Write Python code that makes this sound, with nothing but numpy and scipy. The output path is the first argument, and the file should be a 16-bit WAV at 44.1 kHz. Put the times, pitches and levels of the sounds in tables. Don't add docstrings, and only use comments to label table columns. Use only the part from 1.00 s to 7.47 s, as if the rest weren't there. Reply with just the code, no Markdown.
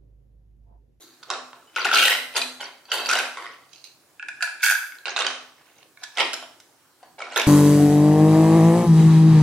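import sys
import numpy as np
from scipy import signal
from scipy.fft import rfft, irfft, next_fast_len
from scipy.io import wavfile
from scipy.ndimage import uniform_filter1d

SR = 44100
rng = np.random.default_rng(int(sys.argv[2]) if len(sys.argv) > 2 else 0)


def digitize_waveform(pressure):
    field = np.atleast_2d(pressure).T
    bounded = np.clip(field, -1, 1)
    quanta = np.round(bounded * 32767).astype(np.int16)
    wavfile.write(sys.argv[1], SR, quanta)


def gain_from_db(level_db):
    decades = np.asarray(level_db, float) / 20
    return 10 ** decades


N = 285327

# pitch_hz, level_db (per Hz)
HUSH_SPECTRUM = [(18, -59), (30, -34.5), (79, -50.5), (115, -9.5), (204, -22.5), (303, -9), (415, -15),
                 (600, -14), (1760, -17.5), (1910, -22), (9220, -23.5), (13700, -27.5), (16000, -25)]
# pitch_hz, t60_s
ROOM_DECAY = [(200, 0.59), (1000, 0.53), (3000, 0.47), (7000, 0.53), (14000, 0.57)]
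# pitch_hz, likeness (0 to 1)
LIKENESS = [(100, 0.68), (600, 0.77), (1500, 0.69), (3000, 0.098), (8000, 0.35)]
# pitch_hz, left_minus_right_db
MIC_TILT = [(100, -.5), (1000, -0.3), (4000, -1.5), (14000, -2)]
# pitch_hz, depth_db
GATE_DEPTH = [(60, 30), (150, 33), (680, 29), (900, 60), (8000, 55), (10000, 39), (13000, 33), (15500, 35)]

# pitch_hz, width_hz, level_db
DUG_PARTS = [
    [(317, 29, 4), (4120, 610, -15), (6600, 1100, -21)],
    [(747, 810, -7.5), (1120, 370, 2), (2500, 500, -15), (3700, 300, -5.5), (5800, 600, -22.5)],
    [(800, 470, -13.5), (1420, 140, 4.5), (2420, 240, 9.5), (3600, 200, -11.5), (5300, 280, -8)],
    [(800, 910, -13.5), (1420, 230, 3), (1930, 39, -2), (2600, 640, 3), (3300, 520, -13), (4200, 460, -8.5),
     (5500, 280, -10.5), (6500, 110, -2), (8300, 410, -19.5)],
    [(900, 840, -8), (1500, 320, -5.5), (1930, 80, -2.5), (2800, 610, 2), (3700, 350, -4), (4600, 500, -9),
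     (8300, 500, -14)],
    [(800, 2100, -3.5), (1500, 310, -13.5), (2400, 62, -8.5), (3466, 68, 6), (4010, 100, 5), (4620, 52, -1),
     (4860, 70, -11), (6500, 50, 2.5), (9000, 50, 6)],
    [(900, 810, 3.5), (1870, 750, -12.5), (3060, 44, -6.5), (4500, 100, 7.5), (5900, 170, -9)],
]
DROPPED_PARTS = [
    [(875, 390, -14.5), (1410, 340, -6), (2600, 90, 0), (3140, 98, -3), (3950, 53, -3), (4520, 85, 0),
     (7400, 310, -25.5)],
    [(895, 1500, 6.5), (1505, 590, -9), (2460, 74, 6), (2890, 41, 2), (3700, 210, 1), (4800, 130, -12),
     (5750, 75, -14.5), (7000, 230, -16)],
    [(1130, 390, 3.5), (1860, 300, -2), (2900, 170, -10), (4700, 100, -5.5)],
    [(2630, 460, 4.9), (4300, 990, 8), (6190, 310, 6.2)],
]
SNAPPED_PARTS = [
    [(900, 300, -25), (1490, 60, -4), (1650, 70, 0), (2430, 90, -10), (2600, 90, -14), (4800, 700, -26),
     (6900, 900, -30)],
    [(950, 250, -24), (1520, 60, -3), (1620, 70, 0), (2330, 90, -11), (2560, 70, -9), (3490, 300, -17),
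     (4910, 500, -21), (6440, 800, -25)],
    [(800, 400, -5), (1150, 200, -1), (1600, 500, -7), (2500, 500, -4), (3600, 500, -5), (4650, 120, -7),
     (6120, 200, -8)],
    [(1500, 90, -3), (1660, 90, 1.5), (2330, 240, -10.5), (1000, 400, -8), (3800, 600, -8),
     (5200, 700, -10)],
]
LAID_PARTS = [
    [(280, 130, 9), (1354, 300, 2), (1980, 730, 4.5), (2900, 570, -2.5), (4420, 300, -7.5)],
    [(486, 150, -16), (1500, 200, 5), (2900, 430, 5), (5200, 500, -1), (7200, 300, 2), (10500, 900, -9)],
    [(755, 420, 1), (1500, 340, -3.5), (4500, 60, 0.5)],
    [(615, 460, -8), (1300, 420, 7), (2200, 160, 1), (3700, 300, -6), (5800, 770, -19)],
    [(767, 590, -7), (1340, 560, 1.5), (2350, 300, 2), (3300, 400, -1), (4700, 180, -1), (6380, 150, -5)],
]
PARTS = DUG_PARTS + DROPPED_PARTS + SNAPPED_PARTS + LAID_PARTS

HANDLING_S = [0, .21, .68, .905, 1.03, 1.33, 1.57, 1.84, 2.08, 2.34, 2.68, 3.18, 3.59, 4.04, 4.95, 5.158,
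              5.325, 6.0, 6.17, 6.35]
LOOSE_DB = [-26.5, -8, 8, -6.5, -9, -2, 2, -6.5, 6.5, -8.5, -16.5, -23, -45, 7, -9, -12.5, -12.5, -18, -1.5,
            9]
TOP_HZ = [14050, 8700, 13500, 14500, 14500, 11500, 10100, 13200, 14000, 11000, 12100, 12200, 14800, 9100,
          11400, 10500, 12500, 9000, 8500, 13000]
WALL_DB = [-4, -6, -2, 0, -1, -4, -6, -1, -2, -3, -3, -6, -3, -8, -6, -5, -4, -6, -4, -4]
PAN_DB = [2.5, -3, 3.5, 3, 1.5, 2.2, 1, 0.5, 1, -0.3, -8, -2.7, -2.1, -4, -1.5, -2, 0, 1.5, -0.5, -2.2]
THUD_DB = [-20, -22, -12.5, -14, -14, -12, -12, -15, -16, -16, -33, -36, -46, -15.5, -29.5, -4, -10, -4, -5,
           -6]
CRACK_DB = [-20, -19, -31, -30, -27, -26, -23, -27, -24, -9, -20.5, -23, -29, -30, -11, -25, -13, -8, -14,
            -23]
RATTLE_THUD_DB = [-21.5, -0.5, -9, -11, -11, -4, -4, -4, -6, -6, -60, -36, -46, -6, -28.5, -5, -5, -2, 0,
                  -3]
RATTLE_CRACK_DB = [-3.5, -20, -11.5, -7.5, -5.5, -1.5, -4, -3, -14, -12, -6, 0, 4.5, -9, -5, -16, -8, -18,
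                   -8, -10.5]

# full_s, level_db, hold_s, settling_db_per_s
STIRS = [(0.0, -43.5, 0.013, 76), (0.221, -62, 0.09, 219.5), (0.299, -24.5, 0.0013, 189),
         (0.522, -52.5, 0.006, 54), (0.748, -23, .005, 83), (0.855, -22, 0.0054, 261),
         (0.914, -38, 0.022, 197), (1.355, -22, 0.025, 500), (1.422, -37, 0.0039, 230),
         (1.605, -31.5, 0.0086, 174), (1.92, -24, 0.015, 51), (2.071, -26, 0.008, 198),
         (2.353, -35.5, 0.078, 150), (2.801, -40.5, 0.0037, 487.5), (3.291, -51, 0.15, 200),
         (3.402, -35.5, 0.004, 198), (3.436, -34, .01, 110), (3.629, -23, 0.083, 151),
         (4.047, -26.5, 0.0051, 188), (4.17, -23, 0.03, 135), (4.242, -27, 0.0025, 144),
         (5.028, -47.5, 0.0033, 798), (5.262, -34, 0.0062, 208), (5.312, -44, 0.0088, 130),
         (5.99, -51.5, 0.0031, 166), (5.333, -43, 0.0041, 154), (6.184, -35.5, .04, 120),
         (6.348, -17.5, 0.0094, 162)]
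# full_s, level_db, hold_s, settling_db_per_s
SHOVES = [(0.93, -17, 0.17, 186.5), (1.896, -40, 0.006, 203.5), (2.148, -19, 0.0042, 138.5),
          (2.726, -49.5, 0.041, 220), (3.618, -25, 0.0087, 201.5), (0.745, -44.5, 0.0047, 197.5),
          (1.348, -28, .005, 202.5), (5.014, -43.5, 0.0046, 203), (0.295, -38.5, .005, 201),
          (4.565, -58, 0.16, 98.5), (4.779, -55, 0.019, 247), (5.188, -18, 0.027, 255),
          (6.317, -34, .04, 121)]
# start_s, peak_db, pitch_hz, t60_s
PINGS = [(0.335, -29, 3720, .05), (0.672, -54, 3000, .25), (0.952, -20, 6500, .05), (1.366, -24, 6570, .06),
         (1.415, -16, 4820, .03), (1.421, -22, 2470, .08), (1.641, -33, 5850, .04), (1.655, -34, 4500, .07),
         (4.081, -24, 4800, .035), (4.104, -33, 6500, .06), (4.192, -22, 6100, .035),
         (4.267, -20, 4680, .045), (5.204, -14, 3050, .05), (6.375, -21, 6350, .08)]
# start_s, peak_db, pitch_hz (of the struck wall)
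DIGGING = [(0.312, -23, 1110), (0.531, -29, 1010), (0.764, -14.5, 1400), (0.792, -23, 1420),
           (0.816, -19.5, 1310), (0.847, -11.5, 2520), (0.852, -9.5, 1390), (0.857, -17, 800),
           (0.889, -15.5, 1410), (0.914, -7.5, 1420), (0.929, -11, 3370), (0.929, -15.5, 735),
           (0.940, -6, 1400), (0.987, -16, 4400), (0.937, -12, 4440), (0.945, -6.5, 4700),
           (0.951, -16, 4100), (0.993, -4, 3300), (1.007, -13, 3300), (1.018, -17.5, 2700),
           (0.956, -4.5, 4100), (0.963, -11, 1420), (0.972, -5.5, 4100), (0.968, -6, 2500),
           (0.983, -6.5, 2400), (0.986, -6, 2800), (0.999, -4, 3240), (1.024, -7, 2630), (1.028, -6, 2800),
           (1.046, -14.5, 3740), (1.052, 1, 3700), (1.059, -11, 2900), (1.137, -12.5, 3000),
           (1.072, -10.5, 3000), (1.081, -6, 1880), (1.119, -12.5, 1980), (1.127, -8.5, 2040),
           (1.187, -19, 1930), (1.356, -16, 4800), (1.366, -11.5, 4520), (1.416, -12.5, 4010),
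           (1.421, -27.5, 2510), (1.598, -33, 800), (1.604, -24.5, 3060), (1.611, -20.5, 2960),
           (1.633, -28, 900), (1.642, -30.5, 4500)]
# start_s, peak_db, pitch_hz
DROPPING = [(1.891, -36, 960), (1.917, -8, 2960), (1.941, -19.5, 3100), (2.051, -27, 3120),
            (2.059, -15, 4480), (2.09, -12.5, 5750), (2.102, -13.5, 1330), (2.127, -11.5, 1500),
            (2.131, -11, 1420), (2.133, -8.5, 4600), (2.17, -14, 5000), (2.153, -11.5, 2890),
            (2.188, -10.5, 1590), (2.399, -25.5, 1130), (2.424, -29.5, 1740), (2.446, -29, 1160),
            (2.465, -25.5, 1920)]
# start_s, peak_db, pitch_hz
SNAPPING = [(3.196, -25, 2500), (3.285, -16.5, 2420), (3.407, -20.5, 1550), (3.424, -9, 2530),
            (3.427, -10.5, 1780), (3.431, -14.5, 1640), (3.496, -35, 4900), (3.475, -22, 1620),
            (3.921, -29.5, 2230), (3.953, -36, 1650), (3.985, -32, 3990), (4.094, -20, 5900),
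            (4.169, -10, 2600), (4.19, -11, 3360), (4.206, -13, 1250), (4.22, -13, 3700),
            (4.303, -17, 1200)]
# start_s, peak_db, pitch_hz
LAYING = [(4.973, -37.5, 2270), (5.172, -13.5, 3070), (5.176, -18, 1500), (5.183, -12, 2140),
          (5.192, -13, 2640), (5.204, -17, 2900), (5.211, -14.5, 3220), (5.217, -17, 2900),
          (5.254, -16.5, 2900), (5.248, -24, 2780), (5.426, -26.5, 650), (5.433, -35, 3000),
          (5.439, -34, 2900), (6.182, -34.5, 700), (6.204, -23, 1220), (6.246, -34, 1300),
          (6.221, -22.5, 2270), (6.269, -25.5, 1280), (6.318, -30, 2250), (6.362, -12.5, 1340),
          (6.446, -27, 5500), (6.466, -18, 2300)]
# start_s, peak_db, pitch_hz
FURTHER_KNOCKS = [(0.302, -10, 1110), (0.761, -13, 2550), (1.363, -12, 2500), (2.088, -14, 1300), (2.097, -9, 2500),
                  (2.112, -7, 1460), (2.372, -22, 1110), (3.226, -23, 2590), (4.056, -16, 2400), (4.081, -16, 1600),
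                  (4.163, -10, 3640), (4.266, -8, 3000), (5.2, -10, 3000), (6.029, -35, 750), (6.033, -38, 1600),
                  (6.36, -12, 3300), (5.337, -21, 1500), (6.397, -9, 2340), (6.416, -11, 2720)]
# start_s, peak_db, pitch_hz
CLICKS = [(0.229, -32.5, 3600), (0.233, -28, 4260), (1.854, -37, 4270), (2.734, -38, 3230),
          (2.841, -30, 4230), (4.829, -37, 4200), (5.034, -21, 1650), (5.332, -13.5, 7200),
          (5.334, -21.5, 2900), (5.34, -16, 5200), (5.601, -37.5, 5900), (6.029, -44, 4500),
          (5.038, -19.5, 3920)]
GRINDING = [(3.630, -9, 2200), (3.636, -8, 2550), (3.648, -14, 1600), (3.663, -10, 1520),
            (3.674, -10, 1620), (3.684, -9.5, 1600), (3.690, -13, 1580), (3.698, -10, 1560),
            (3.711, -11, 1600), (3.721, -14, 1560), (3.750, -15, 1620), (3.829, -25, 1510)]
KNOCKS = DIGGING + DROPPING + SNAPPING + LAYING + FURTHER_KNOCKS + CLICKS

BRIGHTER_PER_DB = 2.36
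EDGE_HZ = 15900


def evened(x):
    return x / np.sqrt(np.mean(x ** 2) + 1e-20)


def peaked(x):
    return x / abs(x).max()


def read(points, hz):
    f, value = np.transpose(points)
    return np.interp(np.log(hz + 1), np.log(f + 1), value)


def add(mix, start_s, sound):
    part = mix[:, round(start_s * SR):][:, :sound.shape[1]]
    part += sound[:, :part.shape[1]]


def panned(sound, pan_db):
    return sound * gain_from_db([[pan_db / 2], [-pan_db / 2]])


def band(x, lo_hz, hi_hz, order=2):
    edges = [lo_hz, min(hi_hz, .45 * SR)]
    return signal.sosfilt(signal.butter(order, edges, "bandpass", fs=SR, output="sos"), x)


def ring(x, hz, width):
    r = np.exp(-np.pi * 1.5 * width / SR)
    b = [1 - r, 0, r - 1]
    a = [1, -2 * r * np.cos(2 * np.pi * hz / SR), r * r]
    return signal.lfilter(b, a, signal.lfilter(b, a, x))


def body(x, modes, shell_db):
    top = max(db for *_, db in modes)
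    rings = sum(gain_from_db(db - top) * ring(x, hz, np.clip(1.2 * width, 50, 900)) for hz, width, db in modes)
    return rings + gain_from_db(shell_db) * band(x, 1000, 3300)


def paired(z, hz):
    same = np.clip(read(LIKENESS, hz), 0, 1)[:, None]
    return np.array([z[0], same * z[0] + np.sqrt(1 - same ** 2) * z[1]])


def hush():
    frames, hz = N // 256 + 5, np.fft.rfftfreq(1024, 1 / SR)
    a, b, c, d, patches = rng.standard_normal((frames, 513, 5)).T
    patches = evened(uniform_filter1d(uniform_filter1d(patches, 10, 0), 16, 1))
    shape_db = read(HUSH_SPECTRUM, hz)[:, None] + 1.8 * patches
    z = paired([a + 1j * b, c + 1j * d], hz) * gain_from_db(shape_db)
    return gain_from_db(-59) * evened(signal.istft(z, nperseg=1024, noverlap=768)[1][:, :N])


def room(x):
    out, turn = np.zeros((2, N)), np.arange(N) / SR * 7 * np.pi
    tail_db, early_db = -1.5, -9
    for k in range(3):
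        hz, t, z = signal.stft(rng.standard_normal((2, SR * 3 // 4)), SR, nperseg=256)
        decay = gain_from_db(-60 * t / read(ROOM_DECAY, hz)[:, None])
        onset = np.clip((t - .004) / 0.0064, 0, 1)
        tail = signal.istft(paired(z, hz) * decay * onset, SR, nperseg=256)[1]
        tail *= gain_from_db(tail_db) / np.linalg.norm(tail[0])
        at = rng.integers(40, 500, 6) + rng.integers(0, 7, (2, 6))
        np.put_along_axis(tail, at, gain_from_db(early_db) * np.exp(-at / 630.0), 1)
        window = np.sqrt(2 / 3) * np.cos(turn + k * np.pi / 3)
        out += signal.fftconvolve((x * abs(window))[None], tail, axes=1)[:, :N]
    return out


def table_hum(blocks):
    t60_s = 0.78
    return gain_from_db(20) * ring(blocks, 253.3, 2.57 / t60_s)


def stirring(t):
    s, level_db, hold, settle = (c[:, None] for c in np.transpose(STIRS + SHOVES))
    knock_s, count = np.append(0, np.transpose(KNOCKS + GRINDING)[0]), len(STIRS)
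    nearest = abs(s[:count] - knock_s).argmin(1)
    s = np.append(knock_s[nearest], s[count:])[:, None]
    swell = np.repeat([6000, 703], [count, len(SHOVES)])[:, None]
    shape_db = level_db - swell * np.maximum(s - t, 0) - settle * np.maximum(t - s - hold, 0)
    fingers_db = -83
    return 10 * np.log10((gain_from_db(np.maximum(shape_db, -200)) ** 2).sum(0) + gain_from_db(fingers_db) ** 2)


def rattle(modes, loose_db, top_hz, start, end, thud_db, crack_db):
    t = np.arange(start, end, 1 / SR)
    level_db = np.interp(t, t[::32], stirring(t[::32]))
    ticks_per_s, tick_spread_db, scrape_s, trim_db = 900, 3.0, .0008, -4.5
    chance, size, jitter = rng.random(len(t)), rng.exponential(1, len(t)), rng.standard_normal(len(t))
    ticks = (chance < ticks_per_s / SR) * gain_from_db(tick_spread_db * np.minimum(size, 2.4))
    drive = jitter * signal.lfilter([1], [1, -np.exp(-1 / (scrape_s * SR))], ticks + .006)
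    lag = np.repeat(rng.integers(-3, 3, len(t) // 256 + 1), 256)[:len(t)]
    drive = np.array([drive[np.clip(np.arange(len(t)) - lag, 0, len(t) - 1)], drive])
    thud = gain_from_db(thud_db) * evened(band(drive, 280, 1200, order=3))
    fizz = np.tanh(.7 * evened(drive))
    brightness_db = crack_db + BRIGHTER_PER_DB * (level_db - level_db.max())
    crack = gain_from_db(brightness_db) * evened(band(fizz, 4400, top_hz))
    which = np.repeat(rng.integers(0, 28, len(t) // 128 + 1), 128)[:len(t)]
    pitches = np.geomspace(750, 6000, 28) * rng.uniform(0.97, 1.03, 28)
    loose = sum(ring(drive * (which == k), hz, 310) for k, hz in enumerate(pitches))
    tone = evened(body(drive, modes, loose_db - 4) + gain_from_db(loose_db + 4.5) * loose)
    sound = band(tone + thud + crack, 210, top_hz)
    return start + .004, gain_from_db(level_db + trim_db) * sound * signal.windows.tukey(len(t), .02)


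def ping(start_s, peak_db, hz, t60):
    t = np.arange(0, t60, 1 / SR)
    beat_hz, turn = rng.uniform(30, 70), rng.uniform(0, 2 * np.pi)
    pair = np.sin(2 * np.pi * hz * t) + .4 * np.sin(2 * np.pi * (hz + beat_hz) * t + turn)
    sound = gain_from_db(peak_db - 60 * t / t60) * np.minimum(t / .001, 1) * pair
    return start_s, np.array([sound, np.roll(sound, rng.integers(-2, 3))])


def knock(modes, wall_db, loose_db, top_hz, start_s, peak_db, hz, thud_db, crack_db):
    t = np.arange(2048) / SR
    chatter = 0.54 * rng.standard_normal(len(t)) * np.exp(-t / 0.0008)
    contact = chatter + np.exp(-t / .00006)
    splinters = .5 * rng.standard_normal(len(t)) * np.exp(-t / .003)
    wall = gain_from_db(wall_db) * peaked(ring(contact, hz, 115 + .04 * hz))
    tone = peaked(wall + peaked(body(contact, modes, loose_db - 8)))
    thud = gain_from_db(thud_db + 1) * peaked(band(contact, 260, 1150, order=3))
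    edges = band(.4 * contact + splinters * np.minimum(t / .0006, 1), 3000, top_hz)
    crack = gain_from_db(crack_db + 7) * peaked(band(edges, 1000, 5000, order=1))
    sound = gain_from_db(peak_db - .5) * peaked(band(tone + thud + crack, 180, top_hz))
    lag = rng.integers(0, 6)
    return start_s, np.array([np.roll(sound, lag), np.roll(sound, 2)])


def struck(k, event):
    start_s, peak_db, hz = event
    hardest_db, brightest_db = -6, -14
    thud_db = THUD_DB[k] - 5 * np.log2(hz / 2000)
    crack_db = CRACK_DB[k]
    if event in CLICKS:
        crack_db += 7
    else:
        crack_db += BRIGHTER_PER_DB * (min(peak_db, brightest_db) + 19.0)
    return knock(PARTS[k], WALL_DB[k], LOOSE_DB[k], TOP_HZ[k], start_s, min(peak_db, hardest_db), hz,
                 thud_db, crack_db)


def scene():
    blocks, ends = np.zeros((2, N)), HANDLING_S[1:] + [N / SR]
    for k, span in enumerate(zip(HANDLING_S, ends)):
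        s, sound = rattle(PARTS[k], LOOSE_DB[k], TOP_HZ[k], *span, RATTLE_THUD_DB[k], RATTLE_CRACK_DB[k])
        add(blocks, s, panned(sound, PAN_DB[k]))
    for event in KNOCKS + GRINDING:
        k = np.searchsorted(HANDLING_S, event[0]) - 1
        s, sound = struck(k, event)
        add(blocks, s, panned(sound, PAN_DB[k]))
    near = blocks + table_hum(blocks) + room(blocks.mean(0))
    for row in PINGS:
        add(near, *ping(*row))
    clatter = band(near, 564, 28000)
    boom = gain_from_db(-10) * band(near, 200, 239.6, order=3)
    return band(clatter + boom + hush(), 20, EDGE_HZ, order=8)


def gated(x):
    hz, t, z = signal.stft(x, SR, nperseg=2048)
    power_db = 10 * np.log10(uniform_filter1d(abs(z) ** 2, 9, 1) + 1e-20)
    depth_db = power_db.max(1, keepdims=True) - power_db - read(GATE_DEPTH, hz)[:, None]
    return signal.istft(z * np.clip(.5 - depth_db / 3, 0, 1), SR, nperseg=2048)[1][:, :N]


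def band_limit(x):
    return signal.sosfilt(signal.butter(12, 16490, fs=SR, output="sos"), x)


def record(dry):
    ceiling = .75
    rounded = ceiling * np.tanh(dry / ceiling)
    size = next_fast_len(N)
    hz = np.fft.rfftfreq(size, 1 / SR)
    tilt = gain_from_db(np.outer([.5, -.5], read(MIC_TILT, hz))) * np.where(hz < EDGE_HZ, 1, gain_from_db(-40))
    mix = gated(irfft(rfft(rounded, size) * tilt, size)[:, :N])
    return band_limit(mix)


dry = scene()
out = record(dry)
digitize_waveform(out)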